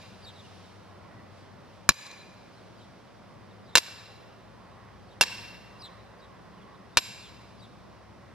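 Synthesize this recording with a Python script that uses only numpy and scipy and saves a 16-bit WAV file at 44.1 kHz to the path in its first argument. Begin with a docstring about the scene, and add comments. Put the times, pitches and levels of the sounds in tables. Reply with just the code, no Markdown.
"""A sledgehammer drives a steel stake into turf: slow blows, each a noise crack plus the stake's dying tones,
a soil thud and a ringing hammer head, some followed by taps. Trees return each blow as a noisy echo.
Small birds chirp as gliding tones with overtones. Distant traffic, leaves and rustles are shaped noise, engines
are wavering tones. The blows overload the microphone, and its gain control ducks for a moment after each."""
import sys
import numpy as np
from scipy import signal
from scipy.fft import rfft, irfft, next_fast_len
from scipy.io import wavfile
from scipy.ndimage import uniform_filter1d, map_coordinates

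SR = 44100
rng = np.random.default_rng(int(sys.argv[2]) if len(sys.argv) > 2 else 0)


def generate_wav(signal):
    """Clip the signal to [-1, 1] and save it as 16-bit WAV at the path in sys.argv[1]."""
    frames = np.transpose(np.atleast_2d(signal))
    scaled = np.clip(frames, -1, 1) * 32767
    pcm = np.round(scaled).astype(np.int16)
    wavfile.write(sys.argv[1], SR, pcm)


N = 367794
TIME = np.arange(N) / SR

# The hammer blows. Each row: start in seconds, relative force in dB, glancing share 0-1, relative thud in dB,
# relative head ring in dB, distance off the middle of the face 0-1, relative echo in dB.
HAMMER_BLOWS = [(-.27, 5, 0.36, -11, -48, .15, -2.5), (1.8908, 7, 0.05, -7, -47, 0, -4),
                (3.754, 6, .55, -24, -43, 0.36, -1.5), (5.2106, -2.5, 0.88, -26.5, -49, 1, 8.5),
                (6.9714, 0, 0.44, -13, -35, 0.5, 4)]
# After a blow the head bounces on the stake or drops on the turf. 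Each row: start in seconds,
# relative force in dB, treble roll-off in Hz.
HEAD_TAPS = [(1.9064, -3, 1803), (1.919, -15.5, 2466), (2.066, -33, 4970), (2.114, -37, 6000),
             (3.772, -0.5, 9080), (3.78, 0, 9000), (3.784, -13, 6830), (3.884, -21, 450),
             (5.218, -19.5, 8950), (5.2267, -12, 4000), (5.235, -12, 4000), (6.9792, -6.5, 3985),
             (6.986, -10.5, 4000)]
# Tones of the stake, damped by the soil. Each row: pitch in Hz, relative level in dB when struck square,
# the same when struck glancing, time to fall 60 dB in seconds.
STAKE_TONES = [(503, -30.5, -16.5, .055), (960, -16.5, -7, .026), (1110, -6, -26, .026),
               (1540, -18, -8.5, 0.021), (1720, -5.5, -18.5, 0.027), (2400, -1, -18.5, 0.02),
               (2727, -24, -5, 0.13), (3680, -15, -15.5, .04), (4046, -5, -15, .058),
               (4590, -23.5, -11, 0.014), (4948, -5.5, -11.5, .036), (5400, -26, -2, .044),
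               (5560, -22, -13.5, .041), (6080, -6.5, -19.5, .04), (7060, -2.5, -18, .028),
               (8200, -19, -20.5, .03), (9280, -12.5, -20, .027), (11600, -19.5, -30.5, .03),
               (13300, -28, -23, .03), (14250, -25, -30, .03)]
# Tones of the hammer head, free in the air. Each row: pitch in Hz, relative level in dB when struck mid-face,
# the same when struck at the edge, time to fall 60 dB in seconds.
HEAD_TONES = [(3890, -20, -4, 1), (5430, -24, 2, .8), (7440, -16, -1, .8), (11350, 0, -9, .42),
              (15250, -20, -26, .45)]
# Noise colour of the steel contact. Each row: frequency in Hz, relative level in dB per Hz.
CRACK_COLOUR = [(20, -41), (100, -17), (270, -7.5), (600, -7), (920, -7.5), (1400, -6), (2100, -2.5),
                (3300, -0.5), (5200, 4.5), (6600, -4.5), (8000, -6.5), (11500, -8), (15500, -16)]
# Noise colour of the soil's thud. Each row: frequency in Hz, relative level in dB per Hz.
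THUD_COLOUR = [(20, -3), (60, -1.5), (160, -1), (300, -9), (700, -31), (3000, -74.5)]
# How long the trees' echo lasts. Each row: frequency in Hz, time to fall 60 dB in seconds.
TREES_DECAY = [(200, 1.7), (1500, 1.28), (4000, 1.15), (8000, 0.8), (14000, 1.32)]
# Colour of the trees' echo. Each row: frequency in Hz, relative level in dB.
TREES_TONE = [(60, -12), (400, -4.5), (1100, 0), (2500, 4), (5000, 0), (8000, -0.5), (15000, -7.5)]
# A bird's slurred call. Each row: seconds into the call, basic pitch in Hz, relative level in dB, buzz 0-1.
SLUR_SHAPE = [(0, 3683, -18.5, .04), (.011, 5070, -10, 0), (.03, 4570, -4, .1), (.035, 4700, -0.5, .9),
              (.04, 3708, -6.5, 0), (.052, 3960, 1.5, .05), (.072, 3760, 0, .7), (.094, 3262, -9, 0.6),
              (.108, 3025, -38.5, 0)]
# A bird's short arched note. Each row: seconds into the note, basic pitch in Hz, relative level in dB, buzz 0-1.
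ARCH_SHAPE = [(0, 3250, -14, 0.0058), (.022, 3780, 1, 0.12), (.036, 3400, -1, .1), (.05, 3140, -33, 0.0062)]
# When slurs are sung. Each row: start in seconds, relative level in dB, pitch factor.
SLUR_CALLS = [(.219, -46, .98), (.307, -57.5, 0.99), (2.52, -64, 1.05), (2.762, -60.5, 1),
              (3.634, -60, 1.02), (4.671, -69, 1), (5.06, -61, 0.96), (5.787, -43, 1.03), (6.174, -59, .99),
              (6.9, -64, 0.96), (7.19, -51.5, 0.92), (7.575, -53.5, 0.99)]
# When arched notes are sung. Each row: start in seconds, relative level in dB, pitch factor.
ARCH_CALLS = [(.376, -51.5, 1), (.43, -55.5, .8), (.635, -63, 1.05), (2.785, -60, 0.88), (3.49, -63, 1.03),
              (3.715, -57, 1), (6.345, -70, .92), (6.56, -63.5, .8), (6.6, -63, .92), (6.73, -65, 1)]
# Noise colour of low traffic rumble. Each row: frequency in Hz, relative level in dB per Hz.
RUMBLE_COLOUR = [(15, -72.5), (25, -34), (45, -15), (70, -10.5), (97, -6), (113, -2.5), (146, -8.5),
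                 (184, -2), (276, -11.5), (400, -12), (520, -38), (880, -120)]
# Noise colour of the traffic's wash. Each row: frequency in Hz, relative level in dB per Hz.
WASH_COLOUR = [(150, -21.5), (350, -4), (550, 2), (800, -1.5), (1080, -3.5), (1500, -8), (2000, -12),
               (3000, -19), (6000, -38.5)]
# Noise colour of tyres on the road. Each row: frequency in Hz, relative level in dB per Hz.
TYRE_COLOUR = [(600, -29.5), (900, -11), (1080, 2), (1300, -14), (1600, -19), (1950, -7.5), (2300, -23.5),
               (4000, -48.5)]
# Noise colour of the leaves and rustles. Each row: frequency in Hz, relative level in dB per Hz.
HISS_COLOUR = [(800, -21.5), (2200, 1), (3500, 3), (5500, 1), (6300, -5), (7200, -10), (10000, -11),
               (12000, -24), (15500, -22.5)]
# How alike left and right are in the background noise. Each row: frequency in Hz, likeness 0-1.
LEFT_RIGHT_LIKENESS = [(60, 0.072), (130, 0.55), (600, 0.32), (1400, 0.9), (3000, 0.74), (7000, 0.24),
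                       (15000, .3)]
# How the background noise leans to one side. Each row: frequency in Hz, left over right in dB.
LEFT_LEAN = [(60, 9), (110, 6.5), (200, 0), (700, -3), (2400, -2), (4400, 0)]
# Cars pass on a distant road. Each row: nearest moment in seconds, tyre level in dB, width in seconds.
CAR_PASSES = [(1.12, -58.5, .17), (4.7, -63, .45), (6.1, -58.5, 0.94), (8.2, -64, 0.44)]
# Rustles: the worker's clothes and moving hammer, or leaves. Each row: peak in seconds, level in dB,
# width in seconds.
RUSTLES = [(.05, -62.5, 0.25), (.55, -60, .17), (1.39, -64, 0.052), (1.74, -67, .06), (2.6, -66.5, 0.35),
           (5.8, -68, 0.17), (7.55, -68.5, 0.23)]
# Engines pull, rising steadily in pitch. Each row: start in seconds, length in seconds, first pitch in Hz,
# rise in Hz per second, relative level in dB.
ENGINE_PULLS = [(-.2, 2.2, 94, 2.2, -57.5), (3.27, .6, 101.5, 4, -53), (4.55, 1, 89, 7.5, -58.5),
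                (4.3, 2.8, 58.5, 1.6, -64), (7, 1.5, 62.5, 7, -63)]

# a square blow cracks short; a glancing one scrapes on for up to this much longer
CRACK_T60_S, SCRAPE_T60_S = 0.035, 0.031
LOW_CLANK_DB = 3.5  # lift of the clank around 1-2 kHz
ECHO_DB, ECHO_RING_DB = -30.5, 4.5  # base level of each group of trees; stake's ring within the echo
RUMBLE_DB, WASH_DB, LEAVES_DB, DRIFT_DB = -54.5, -54.5, -66.5, .5  # steady bed; drift of rumble and wash
IDLE_HZ, IDLE_DB = 108, -62.5  # a machine idling far off
PULL_FADE_S = 0.18  # each pull fades in and out over this time
PORT_LAG_S = 3.4e-5  # sound reaches the left microphone port this much after the right
TOP_HZ = 15650  # the microphone's upper limit


def sledgehammer():
    """Each blow clanks, thumps the soil, rings the head and comes back from three groups of trees."""
    out = np.zeros((2, N))
    t = np.arange(SR // 4) / SR
    long_t = np.arange(2 * SR) / SR
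    low_band = signal.butter(1, [850, 1900], "bandpass", fs=SR)
    for s, db, glance, thud_db, head_db, off_centre, echo_db in HAMMER_BLOWS:
        force = amp(db - 10)
        crack_t60 = CRACK_T60_S + SCRAPE_T60_S * glance
        steel = clank(t, glance, crack_t60, ring_db=5.5)
        steel = steel + (amp(LOW_CLANK_DB) - 1) * signal.lfilter(*low_band, steel)
        thud = amp(thud_db) * noise(THUD_COLOUR, len(t)) * fade(t, t60=0.054)
        head = amp(db + head_db) * ring(HEAD_TONES, long_t, off_centre, scatter_db=2.5)
        add(out, s, ground(force * (steel + thud), scatter_db=-11.0, t60=0.02))
        add(out, s, ground(head, scatter_db=-14, t60=0.018))
        for group in range(3):  # the stake radiates a different crack in each direction
            outward = force * clank(t, glance, crack_t60, ring_db=ECHO_RING_DB)
            add(out, s, amp(ECHO_DB + echo_db) * trees(outward, rise=0.044, width=0.36))
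    add_taps(out)
    return out


def add_taps(track):
    """The head bounces on the stake or drops on the turf: short clanks, each with its own loss of treble."""
    t = np.arange(SR // 4) / SR
    for s, db, bright_hz in HEAD_TAPS:
        tap = clank(t, glance=.3, crack_t60=0.023, ring_db=-1, settle=.006)
        tap = filtered(tap, lambda hz: 1 / (1 + 1j * hz / bright_hz))
        add(track, s, ground(amp(db - 4.0) * tap, scatter_db=-10.5, t60=0.05))


def clank(t, glance, crack_t60, ring_db, settle=0.019):
    """Steel on steel: a dense crack, and the stake's tones, choked when the head settles back on it."""
    crack = noise(CRACK_COLOUR, len(t)) * fade(t, crack_t60)
    choke = (1 - np.tanh((t - settle) / 0.0021)) / 2
    return crack + amp(ring_db) * choke * ring(STAKE_TONES, t, glance, scatter_db=0.5)


def ring(modes, t, offset, scatter_db):
    """Struck steel rings in dying tones; how the contact lands decides how strong each one is."""
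    chance = rng.standard_normal((len(modes), 2))
    total = 0
    for (hz, centre, edge, t60), (a, b) in zip(modes, chance):
        strength = amp(centre + offset * (edge - centre) + scatter_db * a)
        total = total + strength * np.sign(b) * fade(t, t60) * np.sin(2 * np.pi * hz * t)
    return total


def ground(x, scatter_db, t60):
    """The stake stands slightly to the right; turf and canvas scatter a little of its sound sideways."""
    t = np.arange(SR // 20) / SR
    tail = rng.standard_normal(len(t)) * fade(t, t60)
    tail = tail / np.linalg.norm(tail)
    side = amp(scatter_db) * signal.fftconvolve(x, tail)[:len(x)]
    return np.array([x + side, x - side]) * amp([[-.5], [.5]])


def trees(x, rise, width, swell=0.17):
    """Scattered echo: it builds up, can swell where the nearest trees answer, and dies at a rate set by pitch."""
    hz, t, z = signal.stft(rng.standard_normal((2, SR)), SR, nperseg=256)
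    clumps = amp(1.8 * unit(uniform_filter1d(rng.standard_normal(len(t)), size=3)))
    build_up = 1 - np.exp(-(t / rise) ** 2)
    nearest = 1 + swell * np.exp(-((t - .115) / 0.018) ** 2)
    z = z * clumps * build_up * nearest * fade(t, along(TREES_DECAY, hz)[:, None])
    mid, side = signal.istft(z * amp(along(TREES_TONE, hz))[:, None], SR, nperseg=256)[1]
    tail = np.array([mid + width * side, mid - width * side])
    return signal.fftconvolve(x[None], tail / np.linalg.norm(tail[0]), axes=1)


def birds():
    """Whistled slurs and short arched notes: gliding tones, roughened by fast pitch flutter, weak overtones."""
    song, t = np.zeros(N), np.arange(SR // 8) / SR
    for shape, calls in (SLUR_SHAPE, SLUR_CALLS), (ARCH_SHAPE, ARCH_CALLS):
        pitch, level_db, buzz = curves(shape, t)
        sounding = t < shape[-1][0]
        for s, db, factor in calls:
            flutter = noise([(100, -13), (300, -5.5), (700, -24.5), (2000, -74.0)], len(t))
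            hz = factor * pitch * (1 + 0.11 * buzz * flutter)
            phase = 2 * np.pi * np.cumsum(hz) / SR
            overtones = amp(-17.5) * np.sin(2 * phase) + amp(-19.5) * np.sin(3 * phase)
            add(song, s, amp(db + level_db - 0.5) * sounding * (np.sin(phase) + overtones))
    return song + amp(-15.5) * trees(song, rise=0.018, width=0.605, swell=0)[:, :N]


def cars():
    """Tyres whine as cars pass: a band of noise that swells and fades."""
    return swells(CAR_PASSES) * outdoor(TYRE_COLOUR, patchy_db=3.24)


def engines():
    """Off to the left one machine idles while vehicles accelerate, their firing tones rising."""
    out = amp(IDLE_DB) * drone(IDLE_HZ, unsteady=.015, flutter_db=3.5, octave_db=-10)
    for s, length, hz, rise, db in ENGINE_PULLS:
        t = np.clip(TIME - s, 0, length)
        throttle = np.clip(np.minimum(t, length - t) / PULL_FADE_S, 0, 1)
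        tone = drone(hz + rise * t, unsteady=.01, flutter_db=2.5, octave_db=-9.5)
        out = out + amp(db) * throttle * tone
    return out * amp([[3], [-4]])  # left, right


def drone(hz, unsteady, flutter_db, octave_db):
    """An engine's firing tone and its octave, a little unsteady."""
    phase = 2 * np.pi * np.cumsum(hz * (1 + unsteady * wobble(15))) / SR
    return amp(flutter_db * wobble(6)) * (np.sin(phase) + amp(octave_db) * np.sin(2 * phase))


def leaves_and_rustles():
    """High noise: a steady hiss of leaves, with swells for rustling clothes, the moving hammer or leaves."""
    return np.hypot(amp(LEAVES_DB), swells(RUSTLES)) * outdoor(HISS_COLOUR, patchy_db=0.3)


def traffic():
    """Far traffic: a low rumble and a wash above it, both noise with a slow drift in level."""
    rumble = amp(RUMBLE_DB + DRIFT_DB * wobble(2)) * outdoor(RUMBLE_COLOUR, patchy_db=0.46)
    wash = amp(WASH_DB + DRIFT_DB * wobble(0.81)) * outdoor(WASH_COLOUR, patchy_db=0.47)
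    return rumble + wash


def outdoor(spectrum, patchy_db):
    """Sound from all around: stereo noise of average strength 1 with broad patches of random gain."""
    z = signal.stft(rng.standard_normal((2, N)), nperseg=512)[2]
    field = uniform_filter1d(rng.standard_normal(z.shape[1:]), size=12, axis=0)  # across pitch
    field = uniform_filter1d(field, size=30, axis=1)  # across time
    pair = signal.istft(z * amp(patchy_db * unit(field)), nperseg=512)[1][:, :N]

    def mid_side(hz):
        turn = np.arccos(np.clip(along(LEFT_RIGHT_LIKENESS, hz), -1, 1)) / 2
        return amp(along(spectrum, hz)) * [np.cos(turn), np.sin(turn)]

    mid, side = filtered(pair, mid_side)
    stereo = np.array([mid + side, mid - side])
    return unit(filtered(stereo, lambda hz: amp(np.outer([.5, -.5], along(LEFT_LEAN, hz)))))


def swells(rows):
    """Summed level of things that come and go, each a bell around its peak time."""
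    power = 0
    for s, db, width in rows:
        bell = amp(db) / (1 + .5 * ((TIME - s) / width) ** 2)
        power = power + bell ** 2
    return np.sqrt(power)


def amp(db):
    """Turn dB into a plain multiplier."""
    return 10 ** (np.asarray(db) / 20)


def unit(x):
    """Scale to an average strength (rms) of 1."""
    return x / np.sqrt(np.mean(x ** 2) + 1e-20)


def along(points, hz):
    """Read a curve of (Hz, value) points on a log axis."""
    f, v = np.transpose(points)
    return np.interp(np.log(hz + 1), np.log(f + 1), v)


def curves(rows, t):
    """Each column after the time, read at times t."""
    s, *cols = np.transpose(rows)
    return [np.interp(t, s, c) for c in cols]


def fade(t, t60):
    """Die away by 60 dB in t60 seconds."""
    return np.exp(-np.log(1000) * t / t60)


def wobble(rate):
    """A smooth random curve through rate random points a second."""
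    return map_coordinates(rng.standard_normal(int(N * rate / SR) + 4), [TIME * rate])


def filtered(x, response):
    """Multiply each frequency of x by the response there."""
    n = x.shape[-1]
    m = next_fast_len(n + SR // 2)
    return irfft(rfft(x, m) * response(np.fft.rfftfreq(m, 1 / SR)), m)[..., :n]


def noise(spectrum, n):
    """Coloured noise of average strength (rms) 1."""
    return unit(filtered(rng.standard_normal(n), lambda hz: amp(along(spectrum, hz))))


def add(track, s, sound):
    """Mix a sound into the track from time s, trimmed at both ends."""
    start = round(s * SR)
    part = sound[..., max(-start, 0):N - start]
    track[..., max(start, 0):max(start, 0) + part.shape[-1]] += part


def scene():
    """All sources together; the sound reaches the right microphone port a little before the left."""
    mix = sledgehammer() + birds() + cars() + engines() + leaves_and_rustles() + traffic()
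    return filtered(mix, lambda hz: np.exp(np.pi * 1j * PORT_LAG_S * np.outer([-1, 1], hz)))


def gain_control(x, limit_db, attack, release):
    """Peaks over the limit pull the gain down; it creeps back over the release time (both times in seconds)."""
    over = np.maximum(20 * np.log10(np.abs(x).max(axis=0) + 1e-9) - limit_db, 1e-9)
    # hold each peak and let it decay until a stronger one takes over
    held = np.exp(np.maximum.accumulate(np.log(over) + TIME / release) - TIME / release)
    pole = np.exp(-1 / (attack * SR))
    return x * amp(-signal.lfilter([1 - pole], [1, -pole], held))


def record(dry):
    """The microphone: gain control, then overload that rounds off peaks, then a steep treble limit."""
    x = gain_control(dry, limit_db=-1.5, attack=0.0041, release=.09)
    x = x / (1 + (x / amp(-4)) ** 4) ** (1 / 4)
    return filtered(x, lambda hz: 1 / (1 + (hz / TOP_HZ) ** 120))


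dry = scene()
out = record(dry)
generate_wav(out)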